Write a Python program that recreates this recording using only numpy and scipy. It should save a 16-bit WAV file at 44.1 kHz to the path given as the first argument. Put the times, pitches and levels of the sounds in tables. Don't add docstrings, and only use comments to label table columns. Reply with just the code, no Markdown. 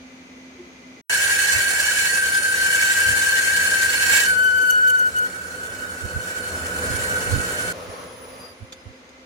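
import sys
import numpy as np
from scipy import signal
from scipy.fft import rfft, irfft, next_fast_len
from scipy.io import wavfile
from scipy.ndimage import uniform_filter1d, map_coordinates

SR = 44100
rng = np.random.default_rng(int(sys.argv[2]) if len(sys.argv) > 2 else 0)


def file_out(sig):
    cols = np.atleast_2d(sig).T
    lim = np.clip(cols, -1, 1)
    pcm = np.round(lim * 32767).astype(np.int16)
    wavfile.write(sys.argv[1], SR, pcm)


N = 408321
BREAK, DRILLING, RUNNING_FREE = 1.014, 1.095, 7.728


def amp(db):
    return 10 ** (np.asarray(db) / 20)


def unit(x):
    return x / np.sqrt(np.mean(np.abs(x) ** 2) + 1e-20)


def clock():
    return np.arange(N) / SR


def curves(rows):
    seconds, *columns = np.transpose(rows)
    return [np.interp(clock(), seconds, column) for column in columns]


def between(start, end):
    return np.clip(np.minimum(clock() - start, end - clock()) / .003, 0, 1)


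def swells(rows):
    t = np.arange(0, N / SR, .0005)
    bells = 0
    for s, db, spread in rows:
        bells = bells + amp(db) * np.exp(-.5 * np.minimum(((t - s) / spread) ** 2, 100))
    return np.interp(clock(), t, bells)


def wobble(rate):
    knots = rng.standard_normal(int(N * rate / SR) + 4)
    return map_coordinates(knots, [clock() * rate], order=2)


def filtered(x, response):
    m = next_fast_len(N + 8192, True)
    return irfft(rfft(x, m) * response(np.fft.rfftfreq(m, 1 / SR)), m)[..., :N]


def colour(points):
    f, db = np.transpose(points)
    return lambda hz: amp(np.interp(np.log(hz + 1), np.log(f), db))


def ringing(modes):
    return lambda hz: sum(amp(db) / (1 + ((hz - f) / width) ** 2) for f, width, db in modes)


def modal(depth_db, spacing_hz):
    knots = rng.standard_normal(4096)
    return lambda hz: amp(depth_db * map_coordinates(knots, [hz / spacing_hz], order=1, mode="wrap"))


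def pan(db):
    g = np.array([amp(db / 2), amp(-db / 2)]).reshape(2, -1)
    return g / np.sqrt(np.mean(g ** 2, axis=0))


def ears(pan_db, lag):
    return pan(pan_db) * np.exp(.5j * np.array([-lag, lag]).reshape(2, -1))


# (frequency [Hz], side against middle [dB])
STEREO_WIDTH = [(60, -4), (130, -17), (250, -11.5), (450, -9), (700, -2.5), (1100, 1.5), (2200, 1),
                (4000, 1), (6300, -1.5), (7500, 1.5), (9000, 6), (11000, -0.5), (13000, 5), (16000, -4)]


def noise(response, side_db):
    mid = filtered(rng.standard_normal(N), response)
    side = filtered(rng.standard_normal(N), lambda hz: response(hz) * colour(STEREO_WIDTH)(hz))
    return (mid + np.array([[1], [-1]]) * amp(side_db) * side) / np.std(mid)


def flutter(width_hz):
    pole = np.exp(-2 * np.pi * width_hz / SR)
    kicks = rng.standard_normal(N) + 1j * rng.standard_normal(N)
    return unit(signal.lfilter([1], np.poly([pole, pole]), kicks))


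def patchy(x, depth_db):
    z = signal.stft(x, nperseg=1024)[2]
    field = rng.standard_normal(z.shape[1:])
    field = uniform_filter1d(uniform_filter1d(field, size=4, axis=0), size=5, axis=1)
    varied = signal.istft(z * amp(depth_db * unit(field)), nperseg=1024)[1][:, :N]
    return unit(varied) * np.sqrt(np.mean(x ** 2))


# (frequency [Hz], relative level [dB per Hz])
ROOM_BEFORE = [(30, -28), (70, -4.5), (130, -11), (250, -3), (400, -4), (650, -9.5), (1000, -14),
               (2200, -15), (4000, -19.5), (6600, -23.5), (7600, -32.5), (16000, -45)]
# (frequency [Hz], relative level [dB per Hz])
ROOM_AFTER = [(30, -13), (80, 8), (180, -14), (280, 2.5), (380, 7), (520, 1), (800, -2.5), (2200, -5.5),
              (4000, -10.5), (6600, -15), (8000, -23.5), (16000, -38)]
# (frequency [Hz], width [Hz], relative level [dB])
FAN_MODES = [(178, 12, -5.5), (241, 18, 1.5), (531, 8.5, -6), (2033, 36, -8), (2350, 140, -12),
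             (6300, 290, -19.5)]


def workshop():
    before, after = between(-1, BREAK), between(RUNNING_FREE, np.inf)
    hum = amp(2.4 * wobble(11)) * np.sin(2 * np.pi * 258 * clock() + .4 * wobble(10))
    fan = noise(ringing(FAN_MODES), side_db=-1.0) + amp(3.5) * hum
    bump_envelope = swells([(.604, -37, 0.009), (.65, -51, .03)])
    bump = bump_envelope * np.sqrt(2) * np.sin(2 * np.pi * 357 * clock())
    first = amp(-50) * noise(colour(ROOM_BEFORE), side_db=0.5) + amp(-51.5) * fan + bump
    drone = amp(-57.5) * noise(ringing([(524, 9.5, 1), (2070, 40, -11)]), side_db=-4)
    last = amp(-52) * noise(colour(ROOM_AFTER), side_db=0.5) + amp(-58) * fan + drone
    return before * first + after * last


# (frequency [Hz], relative level [dB per Hz])
RUMBLE_COLOUR = [(20, -34), (40, -3), (60, -5), (82, 5), (115, 0.5), (160, -12), (300, -14.5), (800, -62)]


def rumble():
    shared, left, right = filtered(rng.standard_normal((3, N)), colour(RUMBLE_COLOUR))
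    return pan(-10) * unit(shared + 1.3 * np.array([left, right])) * amp(1.5)


# (time [s], relative level [dB], spread [s])
AIR_PUFFS = [(1.57, -39, .025), (3.1, -33.5, 0.032), (3.17, -49, 0.027), (6.05, -30, .015),
             (6.175, -29.5, 0.025), (6.92, -28, 0.027), (7.35, -21, 0.036), (7.895, -42, 0.013),
             (8.63, -37, 0.014), (8.868, -41, .01), (8.905, -48, 0.013)]


def puffs():
    return swells(AIR_PUFFS) * rumble()


# (time [s], relative level [dB])
GEAR_GROWL = [(1.13, -47), (4.08, -44), (4.92, -47.5), (6.24, -44), (6.79, -37.5), (7.71, -38)]
# (frequency [Hz], relative level [dB per Hz])
GEAR_COLOUR = [(25, -49), (80, 8), (130, -6), (310, -3.5), (480, 2.5), (620, -1.5), (850, -9), (1310, -8.5),
               (2000, -12), (5000, -45), (16000, -28)]
# (frequency [Hz], width [Hz], relative level [dB])
HOUSING_MODES = [(180.8, 13.7, 0.5), (258.2, 5.4, 1.5), (501.4, 14, 5), (592, 8.3, -4), (1298, 6.2, 2)]
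GEARS_DB = 2.67
RUMBLE_DB, RUMBLE_GROWS = -56, 1.83


def headstock():
    growl, = curves(GEAR_GROWL)
    gears = amp(1.0) * noise(colour(GEAR_COLOUR), side_db=-3.5)
    housing = amp(-3.5) * noise(ringing(HOUSING_MODES), side_db=-24)
    bed_db = RUMBLE_DB + RUMBLE_GROWS * (growl - np.median(growl)) + 1.2 * wobble(7.6)
    bed = amp(bed_db) * rumble()
    return amp(growl + GEARS_DB + 0.75 * wobble(30)) * (gears + housing) + bed


# (time [s], relative level [dB])
SPINDLE_LEVEL = [(7.73, -37.5), (8.02, -38.5), (8.1, -43.5), (8.45, -43.5), (8.56, -54.5), (8.8, -59),
                 (9.25, -64)]
# (frequency [Hz], relative level [dB per Hz])
SPINDLE_COLOUR = [(30, -35), (85, -0.5), (200, -17.5), (380, -7.5), (500, 1.5), (800, -12), (1050, -9.5),
                  (2000, -17), (4000, -23), (6500, -23.5), (8000, -35), (11000, -34), (16000, -40)]
# (time [s], relative level [dB])
DRIVE_LEVEL = [(7.73, -60), (8.28, -57.5), (8.45, -62), (8.62, -69), (8.8, -75), (8.88, -75), (9.05, -88),
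               (9.25, -92)]
# (frequency [Hz], relative level [dB])
WHINE_LINES = [(5001, -5), (10002, 5.5), (15040, -8)]
# (time [s], level [dB], spread [s])
SLOWING_CHIRPS = [(8.33, -59, .02), (8.415, -47, .012), (8.455, -48, 0.018), (8.505, -49, 0.02)]


def free_running():
    whir = patchy(noise(colour(SPINDLE_COLOUR), side_db=-2), depth_db=1.5)
    whir = whir + amp(-8.5) * noise(ringing(HOUSING_MODES), side_db=5)
    spindle = amp(curves(SPINDLE_LEVEL)[0] + 0.5 * wobble(25)) * whir
    lines = 0
    for hz, db in WHINE_LINES:
        lines = lines + amp(db + 3.4 * wobble(13)) * np.sin(2 * np.pi * hz * clock() + .8 * wobble(70))
    reflected = noise(ringing([(hz, 30, db) for hz, db in WHINE_LINES]), side_db=1)
    drive = amp(curves(DRIVE_LEVEL)[0]) * (amp(-1) * lines + amp(-2) * reflected)
    chirps = swells(SLOWING_CHIRPS) * noise(ringing([(4830, 14, 7), (11800, 60, -15)]), side_db=-2)
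    coasting_envelope = swells([(8.8, -61, .02), (8.96, -66, .035), (9.1, -66, .015)])
    coasting = coasting_envelope * np.sqrt(2) * np.sin(2 * np.pi * WHINE_LINES[0][0] * clock())
    return spindle + drive + chirps + coasting


# (time [s], relative level [dB])
SWITCH_CLICKS = [(8.7233, -39), (8.727, -39.5), (8.737, -63), (9.092, -52)]
# (frequency [Hz], width [Hz], relative level [dB])
PANEL_MODES = [(300, 120, -18), (1300, 300, -3), (2380, 110, -1), (3530, 160, 6), (4600, 160, 1),
               (6750, 360, 1), (9550, 220, -14), (11300, 500, -19), (12600, 170, -13)]


def switch(t60=.055):
    t = clock()
    blows = sum((t > s) * amp(db - 60 * np.clip(t - s, 0, 1) / t60) for s, db in SWITCH_CLICKS)
    clack_colour = colour([(200, 0), (1200, -6), (6500, -3), (8500, -16), (16000, -24)])
    clack = amp(-6.0) * noise(clack_colour, side_db=-1)
    return blows * (amp(-0.5) * noise(ringing(PANEL_MODES), side_db=-2) + clack)


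# (time [s], load [dB])
CUTTING_LOAD = [(1.11, -26.5), (1.55, -25.5), (1.75, -27.5), (2.05, -26.5), (2.2, -30), (2.5, -31),
                (2.8, -27), (3.4, -28.5), (3.97, -28), (4.175, -21), (4.42, -42.5), (4.9, -45),
                (5.5, -44.5), (6.18, -43.5), (6.3, -40), (6.65, -40), (6.97, -35), (7.71, -36.5)]
WEDGE_DB, WEDGE_RANGE_DB = -32.5, 1.18


def cutting_load():
    return curves(CUTTING_LOAD)[0]


# (frequency [Hz], width [Hz], relative level [dB])
LIP_MODES = [(9130, 70, 9.5), (9340, 65, -5), (9590, 67, 13), (11300, 490, -18), (12700, 160, -23),
             (15200, 160, -21)]
WHISTLE_TOP_DB, WHISTLE_FULL_AT_DB, WHISTLE_GROWS = -35, -31, 1.28


def whistle(turn):
    db = WHISTLE_TOP_DB + WHISTLE_GROWS * np.minimum(cutting_load() - WHISTLE_FULL_AT_DB, 0)
    return pan(-1.8) * amp(db + 1.2 * turn + 1.5 * wobble(22)) * noise(ringing(LIP_MODES), side_db=-1.2)


# (frequency [Hz], relative level [dB per Hz])
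CHIP_COLOUR = [(400, -16), (950, -5.5), (1300, -13.5), (1750, -9), (2400, -2), (3500, -5.5), (5400, -4),
               (6400, -2.5), (7500, 0.5), (8550, -9), (9150, -4.5), (10050, -11.5), (10900, -9),
               (16000, -15.5)]
# (frequency [Hz], width [Hz], relative level [dB])
STEEL_MODES = [(1697, 62, 11), (1898, 27, 13), (2270, 60, 7), (2615, 34, 6), (2980, 72, 6.5), (4380, 52, 8),
               (5980, 90, 3.5), (7460, 117, 5)]
# (time [s], relative level [dB], spread [s])
CHIP_SNAGS = [(4.625, -38, .008), (4.707, -28.5, 0.0049), (4.73, -40, 0.017), (4.885, -38, .008),
              (4.903, -27.5, 0.0044), (4.995, -37, 0.008), (5.078, -58, .007), (5.17, -36, 0.0033),
              (5.188, -34, 0.0061)]
# (frequency [Hz], relative level [dB per Hz])
SNAG_NOISE_COLOUR = [(1500, -39), (4500, -12), (5500, -10), (6300, 21), (8300, -10), (9300, 23),
                     (10500, -5), (13000, 15), (16000, -15)]
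HISS_DB, RING_DB, RING_GROWS = -1, -37, 1.09


def chips(turn):
    load = cutting_load()
    crumble = unit(amp(1.26 * wobble(900) + 1.27 * wobble(90)))
    hiss = amp(load + HISS_DB) * crumble * noise(colour(CHIP_COLOUR), side_db=-2)
    ring = amp(RING_DB + RING_GROWS * (load - WEDGE_DB)) * noise(ringing(STEEL_MODES), side_db=2.5)
    cut = patchy(hiss + ring, depth_db=2) * amp(.7 * turn)
    snag_grain = unit(amp(2.7 * wobble(500)))
    snags = amp(-3.5) * swells(CHIP_SNAGS) * snag_grain * noise(colour(SNAG_NOISE_COLOUR), side_db=0)
    machine = modal(depth_db=2, spacing_hz=45)
    return pan(-1.5) * filtered(cut + snags, machine)


# (multiple of the pitch, relative level [dB])
SQUEAL_OVERTONES = [(2, -19), (3, -25), (4, -27), (5, -24), (6, -27.5), (7, -32), (8, -27.5), (9, -37),
                    (10, -31.5)]
OVERTONE_FLICKER_DB, OVERTONE_PURITY = .5, 2.2


def overtones(phase, bite):
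    bite = bite * (1 + amp(37.5) * swells(CHIP_SNAGS))
    flicker = wobble(60)
    sounding = bite > 0
    sound = np.zeros((2, N))
    for multiple, overtone_db in SQUEAL_OVERTONES:
        blur = np.array([flutter(width_hz=35 + 7 * multiple) for ear in range(2)])
        slip = unit((OVERTONE_PURITY / multiple + blur) * amp(OVERTONE_FLICKER_DB * multiple * flicker))
        cycle = np.exp(1j * multiple * phase[sounding])
        sound[:, sounding] += amp(overtone_db) * np.real(slip[:, sounding] * cycle)
    return bite * sound


# (start [s], end [s], pitch [Hz], relative level [dB],
# overtones [dB], left minus right [dB], lag between the ears [rad])
LOCKED_TONES = [(2.15, 2.936, 1554, -22.5, -6, 2.5, 1.43), (2.95, 3.9, 1565, -22.5, -7, 9, 1.16),
                (4.24, 4.344, 1514, -18, -3, -1, 2), (4.33, 4.728, 1504, -16.5, -2.5, 5.5, 1.87),
                (4.699, 4.84, 1483, -15.5, -5.5, 2.5, 3.6), (4.81, 4.99, 1498, -14.5, -9.5, 2, 2.4),
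                (4.97, 5.10, 1482, -16, -10, 3, 3.2), (5.137, 5.28, 1476, -19, -7.5, 2, 3.3),
                (5.8, 5.88, 1472, -31.5, -6, -6, 3.6), (6.135, 6.19, 1492, -25.5, -14, -4, 2.05),
                (6.215, 6.28, 1504, -28, -12, -6, 2.4), (7.09, 7.21, 1489, -24, -14.5, -3, 2.47)]
SQUEAL_ATTACK_S, SQUEAL_RELEASE_S, SQUEAL_SAG_HZ_PER_S = 0.03, 0.031, 15


def squeal(turn):
    dip = 1 - swells([(4.715, -8, 0.0024)])
    strength = dip * amp(1.2 * wobble(40) + 0.37 * turn)
    tone, pitch, bite = np.zeros((2, N), complex), np.zeros(N), np.zeros(N)
    for start, end, hz, db, overtones_db, pan_db, lag in LOCKED_TONES:
        span = slice(int(start * SR), int(end * SR))
        t = clock()[span]
        edges = np.minimum((t - start) / SQUEAL_ATTACK_S, (end - t) / SQUEAL_RELEASE_S)
        envelope = amp(db) * np.clip(edges, 0, 1)
        pitch[span] = hz - SQUEAL_SAG_HZ_PER_S * (t - t.mean())
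        tone[:, span] += envelope * ears(pan_db, lag)
        bite[span] += envelope * amp(overtones_db)
    phase = 2 * np.pi * np.cumsum(pitch + 5 * wobble(25) + 7 * wobble(300)) / SR
    return np.sqrt(2) * strength * (np.real(tone * np.exp(1j * phase)) + overtones(phase, bite))


LOOSE_HZ, WEDGED_HZ, WAVER_HZ = 1493, 1602, 11.2
LOOSE_PAN_DB, WEDGED_PAN_DB = -3, -1
LOOSE_LAG, WEDGED_LAG = 3.5, 0.91
CHATTER_DB, CHATTER_GROWS = -26, 0.64
FRICTION_LIMIT, TURN_SWELL_DB = .25, 1.0


def chatter(turn):
    load = cutting_load()
    wedged = .5 + .5 * np.tanh(.5 * (load - WEDGE_DB) / WEDGE_RANGE_DB)

    def blend(loose, tight):
        return loose + (tight - loose) * wedged

    hz = blend(LOOSE_HZ, WEDGED_HZ) + WAVER_HZ * wedged * turn
    hz = hz + 7 * wobble(300) + blend(6.06, 17.93) * wobble(60)
    reflected = 0.67 * np.array([flutter(width_hz=40), flutter(width_hz=57)])
    direct = flutter(width_hz=55) * ears(0, blend(LOOSE_LAG, WEDGED_LAG))
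    swing = unit(direct + reflected)
    swing = unit(swing / (1 + np.abs(swing) ** 2) ** FRICTION_LIMIT)
    level = amp(CHATTER_DB + CHATTER_GROWS * (load - WEDGE_DB) + TURN_SWELL_DB * turn)
    vibration = np.real(swing * np.exp(2j * np.pi * np.cumsum(hz) / SR))
    return np.sqrt(2) * level * pan(blend(LOOSE_PAN_DB, WEDGED_PAN_DB)) * vibration


SPINDLE_HZ = 10.7


def scene():
    turn = np.sin(2 * np.pi * SPINDLE_HZ * clock() + .5 * wobble(1.65))
    drill = whistle(turn) + chips(turn) + squeal(turn) + chatter(turn)
    boring = between(DRILLING, RUNNING_FREE) * (headstock() + drill)
    run_down = between(RUNNING_FREE, np.inf) * free_running()
    return workshop() + puffs() + boring + run_down + switch()


TOP_HZ = 15950


def record(dry):
    return filtered(dry, lambda hz: hz < TOP_HZ)


dry = scene()
out = record(dry)
file_out(out)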